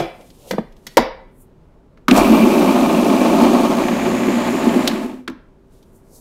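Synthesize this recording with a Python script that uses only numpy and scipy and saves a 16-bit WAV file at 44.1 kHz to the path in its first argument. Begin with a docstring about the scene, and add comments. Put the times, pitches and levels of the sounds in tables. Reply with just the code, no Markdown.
"""Food processor in a small kitchen

Place: a small hard room with ventilation; a steel-bowled food processor stands on the counter.
Distance: close, the direct sound well above the room. The plastic lid is slid on, knocked home and latched.
The motor starts with a clack, the blade flings food at the bowl for nearly three seconds, then coasts to rest.
Food, air and rubbing are shaped noise; hum, squeal and drone are sines; knocks are decaying noise and modes.
Microphone: the loudest blows overload it, and it hears nothing above its band limit."""
import sys
import numpy as np
from scipy import signal
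from scipy.fft import rfft, irfft, next_fast_len
from scipy.io import wavfile
from scipy.ndimage import map_coordinates

SR = 44100
rng = np.random.default_rng(int(sys.argv[2]) if len(sys.argv) > 2 else 0)


def pcm_store(signal):
    """Save signal as 16-bit PCM."""
    levels = np.round(np.clip(np.atleast_2d(signal), -1, 1) * 32767)
    wavfile.write(sys.argv[1], SR, levels.astype(np.int16).T)


N = 273552

# ventilation spectrum: (frequency [Hz], relative level [dB])
AIR_SPECTRUM = [(12, -27), (20, -1.5), (70, -13), (255, -13), (285, -18), (388, -17), (472, -21),
                (678, -24.5), (738, -32), (849, -27), (1760, -41), (4810, -52), (16000, -63)]
# answer of cupboards and walls: (frequency [Hz], decay by 60 dB [s], strength [dB])
ROOM_DECAY = [(149.7, 0.14, -5.5), (497, .4, -3.5), (1500, 0.5, -3.5), (3500, .41, -4), (5000, 0.38, -5.5),
              (6840, 0.15, -5), (14040, 0.21, -9.5)]
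# fingers rubbing the lid, spectrum: (frequency [Hz], relative level [dB])
RUB_SPECTRUM = [(300, -18), (600, -7), (1500, -18), (2800, -3), (5000, -4.5), (9000, -4), (13500, -7),
                (16000, -14.5)]
# strokes over the lid: (time of the top [s], level [dB], rise time constant [s],
# fall time constant [s], lower edge of the hiss [Hz])
LID_STROKES = [(.01, -50, .02, 0.048, 300), (.27, -57, 0.12, 0.19, 2000), (.51, -43.5, 0.049, 0.03, 300),
               (.94, -54, 0.071, 0.045, 297.4), (1.42, -51, 0.031, 0.018, 7490),
               (5.75, -65, 0.052, .13, 2487), (5.96, -63, 0.044, .04, 6020),
               (6.16, -45.5, 0.03, .035, 4240)]
# the lid drags on the bowl's rim: (time of the top [s], level [dB])
RIM_DRAGS = [(.21, -44.5), (.47, -41), (6.161, -50)]
# fingers tap the plastic: (time [s], clack level [dB], clack pitch [Hz], tick level [dB])
FINGER_TAPS = [(0.209, -45, 2300, -51), (.302, -45.5, 3180, -46), (.722, -54.5, 2500, -54),
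               (.765, -56, 3014, -53), (1.973, -45, 1397, -62), (5.826, -57, 3820, -52)]
# the lid is knocked into place: (time [s], clack level [dB], clack pitch [Hz], tick level [dB],
# thump level [dB], thump pitch [Hz], ring level [dB], room level relative to the blow [dB])
LID_KNOCKS = [ (-.012, -14.5, 2200, -21.5, -14, 334, -18, -8.5), (.002, -15.5, 715, -37, -20, 151, -35, -7),
              (0.5093, -18, 1920, -22, -19, 193, -17, -13.5),
              (.533, -13.5, 430, -49, -19.5, 212.2, -28, -24.5),
              (.582, -12, 511, -47, -13.5, 210, -21, -21.5),
              (.867, -28.5, 1910, -23.5, -39.5, 207, -42.5, -13),
              (.970, -2.5, 2000, -7, -8.5, 763, 0.5, -14.5), (.978, 0, 905, -24.5, -9, 243, -13, -16)]
# clacks at start, switch-off and standstill: (time [s], clack level [dB], clack pitch [Hz],
# tick level [dB], thump level [dB], room level relative to the blow [dB])
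DRIVE_CLACKS = [ (2.082, -3.5, 1230, -15, -5, -8.5), (2.110, -5.5, 2470, -33.5, -1.5, -24.5),
                (4.875, -7.5, 3440, -12.5, -17, -16), (5.277, -17, 1450, -47, -19.5, -19),
                (5.277, -23, 3000, -54, -45, -22), (5.297, -30, 1020, -42, -26, -8)]
# ticks of hard edges, spectrum: (frequency [Hz], relative level [dB])
TICK_SPECTRUM = [(2000, -22), (3500, 4.5), (4700, 1.5), (7000, -3), (9000, -9), (13500, -7), (16000, -18)]
# bowl and lid ringing together: (frequency [Hz], relative level [dB], decay by 60 dB [s])
RING_MODES = [(320, -10, .3), (388, -12.5, 0.28), (472, -2, 0.096), (526, 0, 0.36), (652, -5.5, 0.11),
              (754, -16.5, 0.061), (934, -9.5, 0.11), (1006, -11, .1), (1270, -19.5, 0.23),
              (1648, -29, .15), (2374, -26, .12), (3400, -24, .14), (4721, -26.5, .08)]
# mains harmonics in the motor: (frequency [Hz], relative level [dB])
HUM_HARMONICS = [(120, -12.5), (240, -2.5), (360, -3.5)]
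# shaking by the unevenly loaded blade: (multiple of the shaft speed [1], level at full speed [dB])
SHAFT_SHAKE = [(1, -53.5), (3, -31.5)]
# level of the food noise, which drops near 3.8 s: (time [s], level [dB])
FOOD_LEVEL = [(2.25, -17), (2.58, -16.5), (2.85, -18.5), (3.58, -18), (3.9, -25), (4.35, -25.5), (4.72, -24),
              (4.86, -25)]
# thuds of the food on the bowl, spectrum: (frequency [Hz], relative level [dB])
CHURN_SPECTRUM = [(100, -47), (150, -22.5), (178, -12), (225, 1.5), (260, 0), (320, -5.5), (385, -5),
                  (430, -15), (520, -21), (900, -58.5)]
# crumbs on the wall before the steel rings, spectrum: (frequency [Hz], relative level [dB])
SPATTER_SPECTRUM = [(330, -18.5), (480, -6), (560, 2), (680, -0.5), (800, -4), (1150, -6), (1300, -12),
                    (1450, -16), (2000, -20.5), (2400, -17), (3200, -20), (4500, -24), (7000, -45.5)]
# fine spray, spectrum: (frequency [Hz], relative level [dB])
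SPRAY_SPECTRUM = [(2500, -13), (4500, 0.5), (5500, 1.5), (7200, 1.5), (10000, -2.5), (13000, -4),
                  (15000, -11), (16000, -10.5)]
# resonances of the steel wall: (frequency [Hz], width [Hz], level [dB])
BOWL_MODES = [(535, 16, -9), (684, 54, -5), (872, 22, 4), (1095, 63, -7.5), (1236, 43, -3),
              (2376, 110, -10)]
# big lumps hit the blade: (time [s], level [dB])
BIG_LUMPS = [(2.13, -11.5), (2.319, -6.5), (2.451, -10), (2.63, -12), (3.21, -23), (3.43, -11.5),
             (3.54, -17), (4.08, -18.5), (4.282, -14.5), (4.542, -16.5), (4.67, -14.5), (4.76, -13.5),
             (5.05, -28)]
# wet food slaps the wall: (time [s], spatter level [dB], spray level [dB])
WET_SPLASHES = [(2.178, -10.5, -22), (3.428, -18.5, -33)]

ON_S, OFF_S = 2.082, 4.863  # the motor gets and loses its current
TURNS_PER_S, SPIN_UP_S, COAST_S = 59.2, 0.035, 0.42  # full speed, time constant of the start, time to rest
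LID_DECAY_S, DRIVE_DECAY_S = 0.042, 0.033  # decay by 60 dB of lid and drive clacks
HOUSING_HZ = 259  # thump of the housing


def amp(db):
    """Decibels to gain."""
    return 10 ** (np.asarray(db) / 20)


def unit(x):
    """Scale to rms 1."""
    return x / np.sqrt(np.mean(x ** 2) + 1e-20)


def seconds():
    """Time of every sample [s]."""
    return np.arange(N) / SR


def since(start_s):
    """Seconds since start_s, zero before."""
    return np.maximum(seconds() - start_s, 0)


def ramp(start_s, end_s):
    """Rises from 0 at start_s to 1 at end_s."""
    return np.clip((seconds() - start_s) / (end_s - start_s), 0, 1)


def swell(top_s, rise_s, fall_s):
    """Gain that grows exponentially to 1 at top_s and dies away again."""
    t = seconds() - top_s
    return np.exp(-np.abs(t / np.where(t < 0, rise_s, fall_s)))


def wobble(rate):
    """A smooth random curve through normal knots, rate of them a second."""
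    knots = rng.standard_normal(int(N * rate / SR) + 4)
    return map_coordinates(knots, [np.arange(N) * rate / SR])


def along(points, hz):
    """Interpolate (frequency [Hz], value) points on a log axis."""
    point_hz, values = np.transpose(points)
    return np.interp(np.log(hz + 1), np.log(point_hz + 1), values)


def filtered(x, response):
    """Filter x by a complex response, a function of frequency."""
    size = next_fast_len(len(x) + SR // 2)
    spectrum = rfft(x, size) * response(np.fft.rfftfreq(size, 1 / SR))
    return irfft(spectrum, size)[:len(x)]


def coloured(x, spectrum):
    """Shape x by a spectrum table, at rms 1."""
    return unit(filtered(x, lambda hz: amp(along(spectrum, hz))))


def noise(spectrum, size=N):
    """Noise of rms 1 with a spectrum."""
    return coloured(rng.standard_normal(size), spectrum)


def band_noise(centre_hz, q, size, order=1):
    """Noise of rms 1 through a resonance, applied order times; it also dulls above four times its centre."""
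    def response(hz):
        damping = 1j * hz * centre_hz / q
        resonance = damping / (centre_hz ** 2 - hz ** 2 + damping)
        return resonance ** order / (1 + (hz / (4 * centre_hz)) ** 2)

    return unit(filtered(rng.standard_normal(size), response))


def impacts(rate, spread_db):
    """Random blows of either sign and uneven size, on average rate a second."""
    struck = rng.random(N) < rate / SR
    size_db = spread_db * np.minimum(rng.standard_normal(N), 2)
    return unit(struck * rng.choice([-1, 1], N) * amp(size_db))


def ventilation():
    """A steady rush of air with a faint fan tone."""
    rush = amp(-48.5 + 0.7 * wobble(6)) * noise(AIR_SPECTRUM)
    tone = np.sin(2 * np.pi * 384 * seconds() + 0.5 * wobble(1.3))
    return rush + amp(-60 + 2 * wobble(1)) * tone


def kitchen(x):
    """Cupboards and walls answer with decaying noise; each frequency dies at its own speed."""
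    hz, t, grains = signal.stft(rng.standard_normal(SR // 2), SR, nperseg=256)
    t60 = along([(f, life) for f, life, db in ROOM_DECAY], hz)[:, None]
    strength_db = along([(f, db) for f, life, db in ROOM_DECAY], hz)[:, None]
    tail = signal.istft(grains * amp(strength_db - 60 * t / t60), SR, nperseg=256)[1]
    delayed = np.pad(x, (300, 0))  # samples of delay
    return signal.fftconvolve(delayed, tail / np.linalg.norm(tail))[:len(x)]


def sliding():
    """Fingers rub the lid with a fine, uneven hiss; the lid drags lower on the rim."""
    rub = noise(RUB_SPECTRUM)
    hiss = np.zeros(N)
    for top_s, db, rise_s, fall_s, edge_hz in LID_STROKES:
        above_edge = unit(filtered(rub, lambda hz: 1 - 1 / (1 + (hz / edge_hz) ** 8)))
        hiss += amp(db) * swell(top_s, rise_s, fall_s) * above_edge
    drag_gain = sum(amp(db) * swell(top_s, rise_s=0.035, fall_s=0.035) for top_s, db in RIM_DRAGS)
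    drag = drag_gain * band_noise(496, q=1.6, size=N, order=2)
    return (hiss + drag) * amp(1.5 * wobble(37))


def contact(clack_db, clack_hz, tick_db, thump_db, thump_hz, ring_db, room_db, t60=LID_DECAY_S):
    """A clack with a sharp tick; it thumps the housing and counter, rings the bowl and wakes the room."""
    size = 3 * SR // 4
    t = np.arange(size) / SR
    pitched = np.sin(2 * np.pi * clack_hz * t) * np.exp(-t * clack_hz / 3)  # heavily damped: three cycles
    clack = amp(clack_db) * (0.92 * band_noise(clack_hz, q=2.4, size=size) + 1.9 * pitched)
    tick = amp(tick_db) * noise(TICK_SPECTRUM, size)
    snap = (clack + tick) * amp(-60 * t / t60) * (1 - np.exp(-t / 0.001))

    body = np.sin(2 * np.pi * thump_hz * t) + 1.1 * band_noise(thump_hz, q=1.7, size=size, order=2)
    thump = amp(thump_db - 60 * t / 0.12) * body * (1 - np.exp(-t / 0.01))

    ring = np.zeros(size)
    for hz, db, life in RING_MODES:
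        mode_gain = amp(db + rng.normal(0, 1) - 60 * t / life)
        ring += mode_gain * np.sin(2 * np.pi * (hz * t + rng.random()))
    held = (0.1 + np.exp(-t / 0.011)) * (1 - np.exp(-t / 0.0003))  # the seated lid soon damps most of it

    hit = snap + thump + amp(ring_db) * ring * held
    little_bass = signal.butter(2, 120, "highpass", fs=SR, output="sos")  # small parts radiate little bass
    hit = signal.sosfilt(little_bass, hit)
    boom_gain = amp(thump_db - 26 - 60 * t / 0.7) * (1 - np.exp(-t / 0.006))
    counter_boom = boom_gain * band_noise(31, q=1.6, size=size, order=2)
    return hit + counter_boom + amp(room_db) * kitchen(hit)


def contacts():
    """Lid knocks, machine clacks and finger taps, each at its moment."""
    hits = [(s, contact(*blow)) for s, *blow in LID_KNOCKS]
    for s, db, hz, tick_db, thump_db, room_db in DRIVE_CLACKS:
        hits.append((s, contact(db, hz, tick_db, thump_db, HOUSING_HZ, db - 31, room_db, DRIVE_DECAY_S)))
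    for s, db, hz, tick_db in FINGER_TAPS:
        hits.append((s, contact(db, hz, tick_db, db - 1.5, HOUSING_HZ, db - 15.5, room_db=-16.5)))
    out = np.zeros(N + 2 * SR)  # a second of margin at both ends
    for s, hit in hits:
        start = SR + round(s * SR)
        out[start:start + len(hit)] += hit
    return out[SR:SR + N]


def pace():
    """Share of full speed: a quick spin-up, then friction slows the blade evenly after switch-off."""
    return (1 - np.exp(-since(ON_S) / SPIN_UP_S)) * (1 - ramp(OFF_S, OFF_S + COAST_S))


def shaft_angle():
    """Angle of the slightly unsteady shaft [rad]."""
    return 2 * np.pi * np.cumsum(TURNS_PER_S * pace() * (1 + 0.013 * wobble(12))) / SR


def driven(usual_db, per_level_db, speed_power):
    """Gain that follows the food level and speed: usual_db at the mean food level, per_level_db gained per dB
    of it."""
    level_db = np.interp(seconds(), *np.transpose(FOOD_LEVEL))
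    return amp(usual_db + per_level_db * (level_db - level_db.mean())) * pace() ** speed_power


def motor():
    """Windings hum on mains multiples, surging at the start; the unevenly loaded blade shakes the housing."""
    t = seconds()
    hum = sum(amp(db + 2.3 * wobble(8.5)) * np.sin(2 * np.pi * hz * t + 0.083 * wobble(5.5))
              for hz, db in HUM_HARMONICS)
    surge = amp(9.8 * np.exp(-since(ON_S) / 0.52))
    current = surge * (1 - ramp(OFF_S - 0.03, OFF_S))
    turn = shaft_angle()
    shake = sum(amp(db + 2.3 * wobble(14)) * np.sin(k * turn) for k, db in SHAFT_SHAKE)
    shake_gain = pace() ** 3 * (1 - ramp(OFF_S, OFF_S + 0.08))
    # the hum is louder after the food noise drops
    hum_gain = driven(-32, per_level_db=-1.6, speed_power=0.3)
    return hum_gain * current * hum + shake * shake_gain


def rocking():
    """The start jolts the housing on its feet; it settles to a slight rocking."""
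    sway = noise([(15, 7), (35, 5.5), (60, 10), (100, -11.5), (160, -26.5)])  # (Hz, relative dB)
    steady, jolt = amp(-47.5), amp(-26.5) * np.exp(-since(ON_S) / 0.15)
    return sway * pace() * (steady + jolt)


def coasting():
    """The slowing blade leaves the housing droning at one wavering pitch."""
    drone = np.sin(2 * np.pi * 252 * seconds() + 0.5 * wobble(30))
    return amp(-21.5) * ramp(OFF_S, OFF_S + 0.27) * pace() * drone


def squeal():
    """The blade drags through the resting food with a squeal that falls from 2120 Hz."""
    start_s, length_s, octaves_per_s = 2.110, 0.063, 24
    hz = 2120 * 2 ** (-octaves_per_s * since(start_s)) * (1 + 0.0079 * wobble(300))
    arch = np.sqrt(np.abs(np.sin(np.pi * ramp(start_s, start_s + length_s))))
    return arch * amp(-26 + 1.8 * wobble(200)) * np.sin(2 * np.pi * np.cumsum(hz) / SR)


def sizzle():
    """The treble of the spray: a fizz that fades after the start and a narrow, climbing hiss."""
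    top_s, top_hz, climb_hz_per_s, width_hz = 4.5, 7051, 601.5, 599
    phase = 2 * np.pi * np.cumsum(top_hz + climb_hz_per_s * (seconds() - top_s)) / SR
    # slow noise on a carrier and its quadrature makes a narrow moving band
    narrow = unit(wobble(2 * width_hz) * np.cos(phase) + wobble(2 * width_hz) * np.sin(phase))
    # the absolute value in swell takes the sign off fall_s
    hiss = amp(-42.5) * swell(top_s, rise_s=2.8, fall_s=-0.5) * narrow
    fizz = band_noise(12900, q=3, size=N, order=2) * np.exp(-since(ON_S) / 0.7)
    return (hiss + amp(-36.5) * fizz) * pace() ** 2


def chips(speed):
    """A few times a turn a hard bit strikes the wall and rings a high mode; the bits are ground down."""
    t = np.arange(SR // 10) / SR
    pings = np.zeros(N)
    # (frequency [Hz], relative level [dB], decay by 60 dB [s])
    for hz, db, t60 in [(2362, 4.5, 0.028), (2620, 0.5, 0.016), (2854, -5.5, 0.011), (4700, -33.5, 0.02)]:
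        ring = unit(np.sin(2 * np.pi * hz * t) * amp(-60 * t / t60))
        pings += amp(db) * signal.fftconvolve(impacts(3 * speed, spread_db=5.5), ring)[:N]
    wear_db_per_s = 7
    return unit(pings) * amp(-31.5 - wear_db_per_s * since(ON_S)) * pace() ** 1.5


def steel(hz):
    """The bowl wall passes every blow and rings on at its resonances."""
    response = 1
    for centre_hz, width_hz, db in BOWL_MODES:
        damping = 1j * hz * width_hz
        response = response + amp(db) * damping / (centre_hz ** 2 - hz ** 2 + damping)
    return response


def blending():
    """Two blade tips sweep the food round: lumps thud, crumbs spatter on the steel, fine spray hisses."""
    speed = TURNS_PER_S * pace()  # turns per second
    turn = shaft_angle()
    sweep = 1 + 0.078 * np.cos(turn) + 0.054 * np.cos(2 * turn)  # each passing tip throws a small burst
    tumble = wobble(28)  # food falls back on the blade in clumps

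    lumps = coloured(impacts(30 * speed, spread_db=0.5) * sweep ** 2, CHURN_SPECTRUM)
    lumps = lumps * amp(0.44 * tumble)
    crumbs = coloured(impacts(60 * speed, spread_db=0.5) * sweep, SPATTER_SPECTRUM)
    crumbs = unit(filtered(crumbs, steel)) * amp(0.16 * tumble + 1.4 * wobble(60))
    scrape = band_noise(1870, q=0.78, size=N, order=3) * sweep ** 2 * amp(2.8 * wobble(160))
    spray = noise(SPRAY_SPECTRUM) * sweep * amp(0.5 * tumble + 0.6 * wobble(200))

    thuds = sum(amp(db) * swell(s, rise_s=0.014, fall_s=0.019) for s, db in BIG_LUMPS) * (speed > 0)
    slap, mist = np.zeros(N), np.zeros(N)
    for s, spatter_db, spray_db in WET_SPLASHES:
        splash = swell(s, rise_s=0.027, fall_s=0.022) * pace()
        slap += amp(spatter_db) * splash
        mist += amp(spray_db) * splash

    # single events add to the steady gains as powers
    churn_gain = np.hypot(driven(-18.5, per_level_db=0.86, speed_power=1), thuds)
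    spatter_gain = np.hypot(driven(-24, per_level_db=0.81, speed_power=1.54), slap)
    spray_gain = np.hypot(driven(-37.5, per_level_db=0.55, speed_power=1.9), mist)
    # the scrape is louder after the food noise drops
    scrape_gain = driven(-40, per_level_db=-1.53, speed_power=2.1)
    food = churn_gain * lumps + spatter_gain * crumbs + spray_gain * spray
    return food + scrape_gain * scrape + chips(speed)


def scene():
    """Machine and handling in the room, over the ventilation."""
    machine = blending() + sizzle() + rocking() + squeal() + coasting()
    machine_in_room = machine + amp(-19.5) * kitchen(machine)
    return (ventilation() + sliding() + contacts() + motor() + machine_in_room)[None]


def record(dry):
    """The microphone flattens the highest peaks and keeps nothing above its band limit."""
    top, hardness, limit_hz = 0.87, 8, 15800
    clipped = dry[0] / (1 + np.abs(dry[0] / top) ** hardness) ** (1 / hardness)
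    return filtered(clipped, lambda hz: 1 / (1 + (hz / limit_hz) ** 160))[None]


dry = scene()
out = record(dry)
pcm_store(out)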